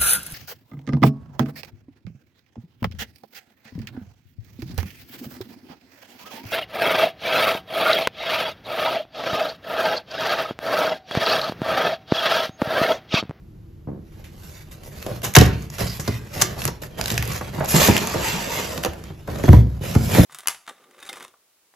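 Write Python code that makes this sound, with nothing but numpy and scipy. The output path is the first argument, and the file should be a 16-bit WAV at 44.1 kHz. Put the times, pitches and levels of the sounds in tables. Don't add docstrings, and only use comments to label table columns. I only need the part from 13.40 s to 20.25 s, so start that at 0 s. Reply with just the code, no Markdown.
import sys
import numpy as np
from scipy import signal
from scipy.fft import rfft, irfft, next_fast_len
from scipy.io import wavfile
from scipy.ndimage import uniform_filter1d, map_coordinates

SR = 44100
rng = np.random.default_rng(int(sys.argv[2]) if len(sys.argv) > 2 else 0)


def write(x):
    x = np.atleast_2d(x).T
    wavfile.write(sys.argv[1], SR, np.round(np.clip(x, -1, 1) * 32767).astype(np.int16))

N = 302085


def amp(db):
    return 10 ** (np.asarray(db) / 20)


def unit(x):
    return x / np.sqrt(np.mean(x ** 2) + 1e-20)


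def along(points, hz):
    f, v = np.transpose(points)
    return np.interp(np.log(hz + 1), np.log(f + 1), v)


def curves(rows):
    s, *cols = np.transpose(rows)
    return [np.interp(np.arange(N) / SR, s, c, left=-120) for c in cols]


def wobble(rate):
    knots = rng.standard_normal(int(N * rate / SR) + 4)
    return map_coordinates(knots, [np.arange(N) * rate / SR])


def filtered(x, response):
    m = next_fast_len(N + SR // 2)
    return irfft(rfft(x, m) * response(np.fft.rfftfreq(m, 1 / SR)), m)[..., :N]


def coloured(x, spectrum):
    return unit(filtered(x, lambda hz: amp(along(spectrum, hz))))


def noise():
    return rng.standard_normal((2, N))


def above(hz, low_hz):
    return hz ** 3 / np.hypot(hz ** 3, low_hz ** 3)


TREBLE_HZ = 6600


def lifted(x, gain):
    return x + (gain - 1) * filtered(x, lambda hz: above(hz, TREBLE_HZ))


def add(track, s, sound):
    part = track[..., max(round(s * SR), 0):][..., :sound.shape[-1]]
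    part += sound[..., :part.shape[-1]]


# f/Hz, level/dB per Hz
QUIET_COLOUR = [(13, -58.5), (22, -13), (91, -8), (123, -13), (149, -11), (279, -27), (328, -16),
                (397, -29.5), (443, -31.5), (615, -38.5), (1320, -45.5), (7180, -57.5), (8690, -56),
                (15000, -56)]
QUIET_DB = -43.5


def quiet_room():
    return amp(QUIET_DB) * coloured(noise(), QUIET_COLOUR)


CARD_DAMPS_HZ = 1900


def push(bright_hz, low_hz, lag=0.1252, slope=2.7, hollow=0.99, hollow_hz=270, ring_t60=0.053,
         build_s=0.0022):
    t = np.arange(2 ** 13) / SR
    hz = np.fft.rfftfreq(len(t), 1 / SR)
    rolloff = np.sqrt(1 + (hz / bright_hz) ** (2 * slope))
    gain = above(hz, low_hz) / rolloff * above(CARD_DAMPS_HZ, hz)
    ring = rng.standard_normal((2, len(t))) * amp(-60 * t / ring_t60) * (1 - np.exp(-t / build_s))
    front, sides = rfft(ring) / np.linalg.norm(ring[0])
    share = np.clip(hollow, 0, 1) * hz ** 2 / (hz ** 2 + hollow_hz ** 2)
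    body = np.array([np.sqrt(1 - share ** 2) + share * front, amp(-2.5) * sides])
    dispersion = np.exp(-2j * np.pi * 2 * lag * np.sqrt(hz))
    wave = irfft(gain * body * dispersion)
    return wave / np.abs(wave[0]).max()


# t/s, push level/dB, brightness f/Hz, boom level/dB re push (before BOOM_OFFSET_DB)
BLOWS = [(0.469, -26.5, 550, 5.5), (1.66, -16.5, 614, -16), (1.71, -23.5, 704, 4), (1.846, -29, 1800, -18),
         (1.861, -27, 1600, -15), (1.964, 0, 760, -15), (1.971, 3.5, 150, -8), (1.997, 0.5, 165, -13),
         (2.012, -1, 393, -7.5), (2.080, -11, 110, -12), (2.383, -29.5, 1300, -8), (2.407, -20.5, 600, 2),
         (2.424, -21, 95.5, -2), (2.59, -23.5, 706, 1), (2.674, -14.5, 800, -11), (2.683, -11.5, 210, -8.5),
         (2.962, -26, 259, -2), (3.02, -19, 1400, 6), (3.218, -33, 1000, -9), (3.252, -18.5, 230, -6),
         (3.278, -16.5, 1180, -18), (3.588, -22, 900, -14), (3.71, -18, 298, -6.5), (3.728, -21, 199, -8),
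         (3.787, -19, 120, -2.5), (3.824, -24, 1600, -19), (3.892, -23, 220, -6), (4.007, -20.5, 1310, -19),
         (4.181, -18, 810, -8), (4.202, -18, 1800, -25), (4.481, -2.5, 440, -30), (4.491, -2, 205, -26),
         (4.738, -20, 1100, -20), (4.752, -15, 300, -12.5), (5.068, -22, 433, -16.5),
         (5.376, -20, 756, -21.5), (5.474, -25, 85, -6), (5.699, -32.5, 1026, 10), (5.881, -22, 280, -2),
         (5.925, -26.5, 500, -10), (6.035, -12, 515, -4), (6.077, -8, 910, -4), (6.085, 6, 131, -6),
         (6.127, -8, 830, -13), (6.131, 2.5, 149, -4), (6.176, -17.5, 480, -12), (6.406, -24.5, 497, 5),
         (6.549, -13, 1120, -14), (6.556, -1.5, 183, -12), (6.779, -2.5, 418, -25), (6.789, 5, 176, -18)]
# f/Hz, level/dB (before per-blow scatter), t60/s
TABLE_MODES = [(53, -4, 0.2), (65.1, 4, 0.48), (103.4, -4.5, 0.47), (117.4, 2, 0.35), (143.8, 7, 0.11),
               (177, -9.5, 0.36), (210.3, -15.5, 0.46), (289, -19, 0.35), (328.4, -7.5, 0.15),
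               (372, -10.5, 0.15), (466, -19, 0.15)]
BOOM_OFFSET_DB, MODE_SCATTER_DB = -5.5, 2.54
LOW_EDGE_HZ, EDGE_AT_HZ, EDGE_POWER = 111, 510, 0.49


def knocks(swell_s=0.0043, delay_s=0.00605):
    out, t = np.zeros((2, N)), np.arange(SR // 2) / SR
    hz, level, t60 = np.transpose(TABLE_MODES)
    decay = amp(level[:, None] - 60 * t / t60[:, None])
    modes = np.sin(2 * np.pi * hz[:, None] * t) * decay * (1 - np.exp(-t / swell_s))
    strengths = amp(MODE_SCATTER_DB * rng.standard_normal((len(BLOWS), len(TABLE_MODES))))
    for (s, db, bright_hz, boom_db), strength in zip(BLOWS, strengths):
        low_hz = LOW_EDGE_HZ * (bright_hz / EDGE_AT_HZ) ** EDGE_POWER
        add(out, s, amp(db) * push(bright_hz, low_hz))
        boom = (strength * above(hz, low_hz)) @ modes
        add(out[0], s + delay_s, amp(db + boom_db + BOOM_OFFSET_DB) * boom)
    return out


# t/s, length/s, slips/s, initial level/dB, initial brightness f/Hz, low edge f/Hz, fade/dB
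STICK_SLIPS = [(0.481, 0.115, 66, -22.5, 360, 100, 10.5), (4.208, 0.039, 105, -24, 1000, 560, 0),
               (4.336, 0.049, 160, -8, 153, 141, 6.5), (4.338, 0.041, 160, -17.5, 680, 450, 6),
               (4.407, 0.072, 130, -23, 1100, 450, 9), (4.742, 0.02376, 170, -13.5, 600, 260, 7),
               (5.444, 0.023, 193, -15, 704, 300, 3.5), (5.875, 0.017, 170, -21.5, 903, 330, 5.5)]


def judders(jitter=0.087, darken=0.29, size_spread_db=0.53):
    out = np.zeros((2, N))
    for s, length, rate, db, bright_hz, low_hz, fade_db in STICK_SLIPS:
        for k, (shift, size) in enumerate(rng.standard_normal((16, 2))):
            age = k / rate
            if age < length:
                lost_db = fade_db * age / length
                slip = push(bright_hz * amp(-darken * lost_db), low_hz, slope=2.42, hollow_hz=443,
                            ring_t60=0.043, build_s=0.001)
                level = amp(db + size_spread_db * size - lost_db)
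                add(out, s + age + jitter * shift / rate, level * slip)
    return out


def grains(rate, spread_db):
    sizes = amp(spread_db * np.minimum(rng.exponential(size=N), 4))
    sizes = sizes * (rng.random(N) < rate / SR)
    return unit(sizes * rng.choice([-1, 1], (2, N)))


def patchy(x, depth_db):
    z = signal.stft(x, nperseg=1024)[2]
    field = uniform_filter1d(rng.standard_normal(z.shape[1:]), size=4, axis=0)
    field = uniform_filter1d(field, size=7, axis=1)
    return unit(signal.istft(z * amp(depth_db * unit(field)), nperseg=1024)[1][:, :N])


# f/Hz, level/dB per Hz
FIBRE_COLOUR = [(150, -47), (500, 4), (900, 1), (1800, 2), (2600, -3), (3800, -5.5), (6200, -2.5),
                (8500, -4), (12000, -5), (15500, -8)]


def crackle(rate, life_s=0.0028):
    t = np.arange(2 ** 9) / SR
    hits = grains(rate=rate, spread_db=3.0)[0] ** 2
    power = signal.fftconvolve(hits, np.exp(-t / life_s))[:N]
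    return coloured(np.sqrt(np.abs(power)) * noise(), FIBRE_COLOUR)


# f/Hz, level/dB per Hz
PANEL_COLOUR = [(90, -24), (160, 5), (280, -3.5), (410, 2.5), (620, 1), (770, -4.5), (930, -7.5),
                (1250, -10), (1800, -14.5), (3000, -34.5)]
TICKS_PER_S = 61


def friction(spectrum, hiss, murmur, uneven_db, ridges_db, patchy_db, ticks_db):
    pressure_db = uneven_db * wobble(45)
    catching = amp(ridges_db * wobble(320))
    fibres = patchy(coloured(grains(rate=7000, spread_db=1.0), spectrum), depth_db=patchy_db)
    fibres = fibres + amp(ticks_db) * crackle(rate=TICKS_PER_S)
    panel = patchy(coloured(grains(rate=1200, spread_db=0), PANEL_COLOUR), depth_db=2.5)
    return catching * (hiss * fibres * amp(pressure_db) + murmur * panel * amp(1.65 * pressure_db))


# f/Hz, level/dB per Hz
FLEX_COLOUR = [(25, -51), (50, 1), (65, 4.5), (110, 3.5), (180, 2), (280, -11), (600, -42.5)]


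def flexing():
    return coloured(noise(), FLEX_COLOUR)


ATTACK_SHARE, RELEASE_DB_PER_S = 0.35, 289


def held(start, length):
    age = np.arange(N) / SR - start
    attack = np.clip(age / (ATTACK_SHARE * length), 0, 1)
    return attack * amp(-RELEASE_DB_PER_S * np.clip(age - length, 0, 1))


# f/Hz, level/dB per Hz
RUB_COLOUR = [(500, -9.5), (1000, -1.5), (2300, 1), (3500, -2.5), (5200, -4.5), (7500, -6), (12000, -7.5),
              (15500, -9)]
# t/s, length/s, hiss level/dB, panel murmur level/dB, treble lift/dB
HAND_STROKES = [(0.945, 0.27, -49.5, -63.5, 3.5), (1.311, 0.0072, -43.5, -59, 5.5),
                (1.426, 0.054, -51.5, -49, 9.5), (1.489, 0.28, -45, -46.5, 3.5),
                (1.828, 0.027, -31.5, -34, 8), (1.975, 0.18, -37, -42, -15.5),
                (2.097, 0.16, -48, -51, -0.5), (2.295, 0.14, -42, -50.5, 2.5),
                (2.387, 0.034, -27, -30.5, 1.5), (2.414, 0.16, -39, -46.5, 4),
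                (2.6, 0.17, -39.5, -45.5, 0.5), (2.771, 0.176, -49.5, -49, -1),
                (2.922, 0.096, -34, -38.5, 4), (3.06, 0.14, -44, -40.5, 1.5), (3.174, 0.083, -33.5, -37, 3),
                (3.416, 0.011, -40.5, -39, 4.5), (3.47, 0.32, -49, -47, -8), (3.569, 0.071, -36, -35.5, 2),
                (3.61, 0.27, -37, -40, 1), (3.853, 0.135, -34.5, -39.5, -1), (4.006, 0.087, -42, -41, -2),
                (4.109, 0.12, -40, -34.5, -1.5), (4.273, 0.053, -31, -51, 13), (5.556, 0.14, -47, -48, -7),
                (5.858, 0.168, -43, -34.5, 0.5), (6.01, 0.16, -36, -35, -0.5),
                (6.404, 0.14, -33, -34.5, 1.5), (6.542, 0.35, -33, -32.5, 3), (6.685, 0.16, -26, -25, 3)]
GRIP_START_S, GRIP_RISE_S, GRIP_HISS_DB, GRIP_MURMUR_DB = 0.59, 0.21, -56.5, -55
HAND_FLEX_DB, FLEX_LAG_S = 5, 0.02


def hands():
    grip = np.clip((np.arange(N) / SR - GRIP_START_S) / GRIP_RISE_S, 0, 1)
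    power = np.outer(amp([GRIP_HISS_DB, GRIP_MURMUR_DB, GRIP_HISS_DB]), grip) ** 2
    for start, length, hiss_db, murmur_db, lift_db in HAND_STROKES:
        levels = amp([hiss_db, murmur_db, hiss_db + lift_db])
        power += np.outer(levels, held(start, length)) ** 2
    hiss, murmur, treble = np.sqrt(power)
    rub = friction(RUB_COLOUR, hiss, murmur, uneven_db=1.5, ridges_db=1.13, patchy_db=3.5, ticks_db=-20.0)
    rub = lifted(rub, treble / (hiss + 1e-9))
    bend = filtered(murmur, lambda hz: 1 / (1 + 2j * np.pi * hz * FLEX_LAG_S))
    return rub + amp(HAND_FLEX_DB) * bend * flexing()


# t/s, level/dB, t60/s, pitch f/Hz
SNAP_EVENTS = [(0.842, -44, 0.19, 2480), (1.435, -37.5, 0.025, 2960), (1.627, -28.5, 0.018, 2980),
               (1.665, -27.5, 0.021, 2680), (1.819, -32, 0.022, 3000), (1.845, -22.5, 0.063, 6950),
               (1.866, -29, 0.009, 2000), (1.939, -20.5, 0.016, 9000), (1.952, -5.5, 0.035, 2650),
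               (1.956, 3, 0.0087, 6150), (1.965, 5.5, 0.013, 2740), (1.969, -3, 0.025, 2700),
               (1.986, -2.5, 0.016, 6020), (2.011, -8, 0.02, 3600), (2.016, -18.5, 0.014, 2500),
               (2.038, -24, 0.012, 4000), (2.055, -25, 0.025, 2400), (2.224, -36, 0.011, 7200),
               (2.302, -31.5, 0.016, 5660), (2.384, -25, 0.02, 3500), (2.598, -28, 0.13, 7000),
               (2.678, -21.5, 0.04, 4500), (3.015, -10, 0.057, 6700), (3.021, -4, 0.019, 7160),
               (3.219, -22, 0.022, 2500), (3.241, -27, 0.02, 4100), (3.254, -10, 0.0058, 10100),
               (3.278, -19.5, 0.03, 4330), (3.435, -29, 0.028, 1800), (3.613, -14.5, 0.01, 4730),
               (3.641, -22, 0.0081, 5170), (3.659, -16.5, 0.012, 3730), (3.674, -24, 0.0096, 5500),
               (3.681, -16.5, 0.0116, 3280), (3.703, -15, 0.021, 3380), (3.715, -23.5, 0.021, 4940),
               (3.723, -25, 0.0117, 4000), (3.743, -22.5, 0.0083, 7000), (3.779, -10.5, 0.013, 2620),
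               (3.826, -17, 0.012, 2200), (3.855, -28, 0.0068, 8520), (3.877, -23, 0.0094, 11000),
               (3.921, -25, 0.0128, 4800), (4.013, -30, 0.014, 2000), (4.199, -30, 0.0094, 9800),
               (4.247, -22.5, 0.0085, 11000), (4.259, -24, 0.009, 6500), (4.513, -17, 0.011, 2600),
               (4.567, -8.5, 0.0065, 2630), (4.579, -10.5, 0.01, 2770), (4.611, -25, 0.011, 2800),
               (4.673, -18, 0.01, 8700), (4.741, -22, 0.037, 1820), (5.378, -19.5, 0.012, 3950),
               (5.432, -29, 0.015, 9000), (5.437, -18, 0.02, 3180), (5.449, -17, 0.021, 3780),
               (5.459, -21.5, 0.022, 2500), (5.535, -34, 0.019, 2500), (5.640, -31, 0.0089, 6140),
               (5.876, -34.5, 0.025, 1800), (5.902, -35, 0.012, 3500), (5.959, -34, 0.012, 3500),
               (5.987, -33, 0.016, 1600), (6.038, -23.5, 0.017, 2010), (6.09, -21, 0.012, 1800),
               (6.132, -21, 0.015, 1700), (6.551, -21.5, 0.036, 1400)]
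SNAP_RISE_S = 0.00077


def snaps(focus_db=7.5, octaves=0.41, spread_db=3):
    out, t = np.zeros((2, N)), np.arange(2 ** 13) / SR - .05
    hz = np.fft.rfftfreq(len(t), 1 / SR)
    for s, db, t60, pitch_hz in SNAP_EVENTS:
        distance = np.log2((hz + 1) / pitch_hz) / octaves
        colour_db = along(FIBRE_COLOUR, hz) + focus_db * np.exp(-.5 * distance ** 2)
        fibres = rng.standard_normal((2, len(t))) * amp(spread_db * rng.standard_normal(len(t)))
        rise = np.exp(np.minimum(t, 0) / SNAP_RISE_S)
        force = amp(db) * rise * amp(-60 * np.maximum(t, 0) / t60)
        add(out, s + t[0], force * unit(irfft(rfft(fibres) * amp(colour_db))))
    return out


# t/s, length/s, pitch f/Hz (before scatter and rise), resonance width/Hz, level/dB
CREAK_EVENTS = [(1.668, 0.06, 570, 89, -33), (1.846, 0.043, 800, 160, -39.5),
                (1.848, 0.028, 1660, 403, -36.5), (2.472, 0.067, 4840, 400, -38),
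                (2.959, 0.065, 670, 250, -35), (3.037, 0.09, 1760, 90, -43.5),
                (3.166, 0.0215, 677, 130, -35), (4.206, 0.042, 715, 200, -24), (4.398, 0.022, 590, 90, -18),
                (4.484, 0.016, 940, 200, -21), (4.95, 0.052, 915, 80, -32.5),
                (6.748, 0.058, 2127, 160, -29)]
SLIPS_PER_S, OVERTONE_RATIO, OVERTONE_DB = 210, 1.8, -18


def creaks(jitter=0.346, scatter=0.027, rise=.03, spread_db=3):
    out, t = np.zeros((2, N)), np.arange(2 ** 12) / SR
    for s, length, pitch_hz, width_hz, db in CREAK_EVENTS:
        run = np.zeros(SR // 2)
        for k, (late, detune, size) in enumerate(rng.standard_normal((48, 3))):
            age = k / SLIPS_PER_S
            if age < length:
                bend = 1 + scatter * detune + rise * (age / length - .5)
                phase = 2 * np.pi * pitch_hz * bend * t
                tone = np.sin(phase) + amp(OVERTONE_DB) * np.sin(OVERTONE_RATIO * phase)
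                ring = tone * np.exp(-np.pi * width_hz * t)
                add(run, age + jitter * late / SLIPS_PER_S, amp(spread_db * size) * ring)
        add(out[0], s, amp(db) * run * np.sqrt(length * SR) / np.linalg.norm(run))
    return out


# t/s, length/s, breaks/s, level/dB
TEAR_RUNS = [(1.832, 0.03, 780, -41), (1.975, 0.067, 310, -29.5), (2.38, 0.029, 480, -37),
             (3.001, 0.011, 1100, -27), (3.665, 0.056, 240, -33.5), (3.886, 0.076, 200, -33.5),
             (4.32, 0.05, 270, -28), (4.405, 0.07, 370, -23.5)]


def tears():
    return sum(amp(db) * held(start, length) * crackle(rate=rate, life_s=0.0017)
               for start, length, rate, db in TEAR_RUNS)


# t/s, scrape level/dB, panel murmur level/dB, treble lift/dB
DRAG_COURSE = [(4.24, -35, -48.5, -4), (4.30, -40.5, -33.5, 2), (4.36, -19.5, -26, 4.5),
               (4.395, -23, -28, 3), (4.42, -19, -24, 4), (4.475, -16.5, -23.5, 3), (4.505, -22, -26, -2),
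               (4.56, -26, -28.5, -3), (4.66, -31.5, -32, 0.5), (4.72, -28, -34.5, -3.5),
               (4.805, -31.5, -29, -2), (4.85, -25, -33, -1), (4.97, -28, -31, -3.5),
               (5.08, -32.5, -35, -2), (5.14, -28, -34, 1), (5.2, -28, -32, -1), (5.28, -34, -35.5, 0.5),
               (5.37, -38, -33.5, 2.5), (5.66, -70, -48, 6)]
# f/Hz, level/dB per Hz
SCRAPE_COLOUR = [(530, -59), (900, 3), (1040, -6.5), (1140, -5), (1360, -7), (2140, -5), (2590, -4.5),
                 (3520, -8.5), (5950, -9.5), (6870, -9), (7800, -7), (9000, -17.5), (12000, -12.5),
                 (15500, -16.5)]
GRIT_PER_S, GRIT_DB = 520, -6.5
DRAG_FLEX_DB = -6


def drag():
    moving = np.arange(N) / SR < DRAG_COURSE[-1][0]
    hiss, murmur, lift = amp(curves(DRAG_COURSE)) * moving
    scrape = friction(SCRAPE_COLOUR, hiss, murmur, uneven_db=1.0, ridges_db=0.8, patchy_db=3.5, ticks_db=-21)
    grit = amp(GRIT_DB) * hiss * coloured(grains(rate=GRIT_PER_S, spread_db=1.3), SCRAPE_COLOUR)
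    return lifted(scrape + grit, lift) + amp(DRAG_FLEX_DB) * murmur * flexing()


# f/Hz, t60/s
ROOM_DECAY = [(60, 0.73), (400, 0.47), (1200, 0.4), (4000, 0.33), (8000, 0.17), (14000, 0.18)]


def room(x, gap_s=0.00051, count=18):
    out, place = np.zeros((2, N)), np.linspace(0, count - 1, N)
    for k in range(count):
        hz, t, z = signal.stft(rng.standard_normal((2, SR * 2 // 3)), SR, nperseg=256)
        decay = amp(-60 * t / along(ROOM_DECAY, hz)[:, None])
        tail = signal.istft(z * decay, SR, nperseg=256)[1]
        tail *= 1 - np.exp(-(np.arange(tail.shape[1]) / SR / gap_s) ** 2)
        near = np.flatnonzero(np.abs(place - k) < 1)
        part = x[near] * np.cos(np.pi / 2 * (place[near] - k))
        for side, answer in zip(out, tail):
            add(side, near[0] / SR, signal.fftconvolve(part, answer / np.linalg.norm(answer)))
    return out


# f/Hz, likeness (interpolated, then clipped to -1..1)
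LIKENESS = [(60, 2), (180, 0.8), (300, 0.86), (500, 0.31), (2000, 0.39), (4500, 0.7), (6300, 0.66),
            (7500, 0.46), (8600, 3.9), (9500, 1.1), (10700, 0.3), (12300, 1.3), (13900, 0.5), (14800, 1.16)]
# f/Hz, L-R level/dB
CHANNEL_BALANCE = [(60, 0.5), (250, -1), (600, -3), (1300, -0.3), (3000, -3), (5000, -3.5), (7500, 0)]
# f/Hz, left lead/rad
LEFT_LEAD = [(60, -.17), (200, -.35), (450, -.45), (1500, -.1), (5300, -.35), (6750, 0), (7500, 1.45),
             (8600, 3.05), (9700, 3.35), (11800, 6.2), (13000, 6.35), (14700, 9.35)]


def stereo(paths):
    def turn(hz):
        return np.arccos(np.clip(along(LIKENESS, hz), -1, 1)) / 2

    def halves(points, hz):
        return np.outer([.5, -.5], along(points, hz))

    def capsules(hz):
        return amp(halves(CHANNEL_BALANCE, hz)) * np.exp(1j * halves(LEFT_LEAD, hz))

    mid, side = filtered(paths, lambda hz: np.array([np.cos(turn(hz)), np.sin(turn(hz))]))
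    return filtered(np.array([mid + side, mid - side]), capsules)


# t/s, extra L-R level/dB of sliding, snaps and tears
HAND_PLACE = [(1.0, -1.5), (1.95, 0), (2.7, -0.5), (3.0, 0.5), (3.7, -1), (4.5, 0.3), (5.2, -0.1),
              (6.7, -0.25)]


def placed(channels):
    balance_db = np.interp(np.arange(N) / SR, *np.transpose(HAND_PLACE))
    return amp(np.outer([.5, -.5], balance_db)) * channels


def scene():
    quiet = quiet_room()
    thud = knocks() + judders()
    rub = hands() + drag()
    crack = snaps() + tears()
    creak = creaks()
    send = amp(-13.0) * rub[0] + amp(-9.5) * crack[0] + amp(-11.5) * thud[0] + amp(-8.0) * creak[0]
    tails = room(filtered(send, lambda hz: above(hz, low_hz=85)))
    return placed(stereo(rub + crack)) + stereo(thud + creak + tails + quiet)


TOP_HZ = 15750


def record(dry):
    return filtered(np.clip(dry, -1, 1), lambda hz: np.clip((TOP_HZ - hz) / 500 + .5, 0, 1))


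dry = scene()
out = record(dry)
write(out)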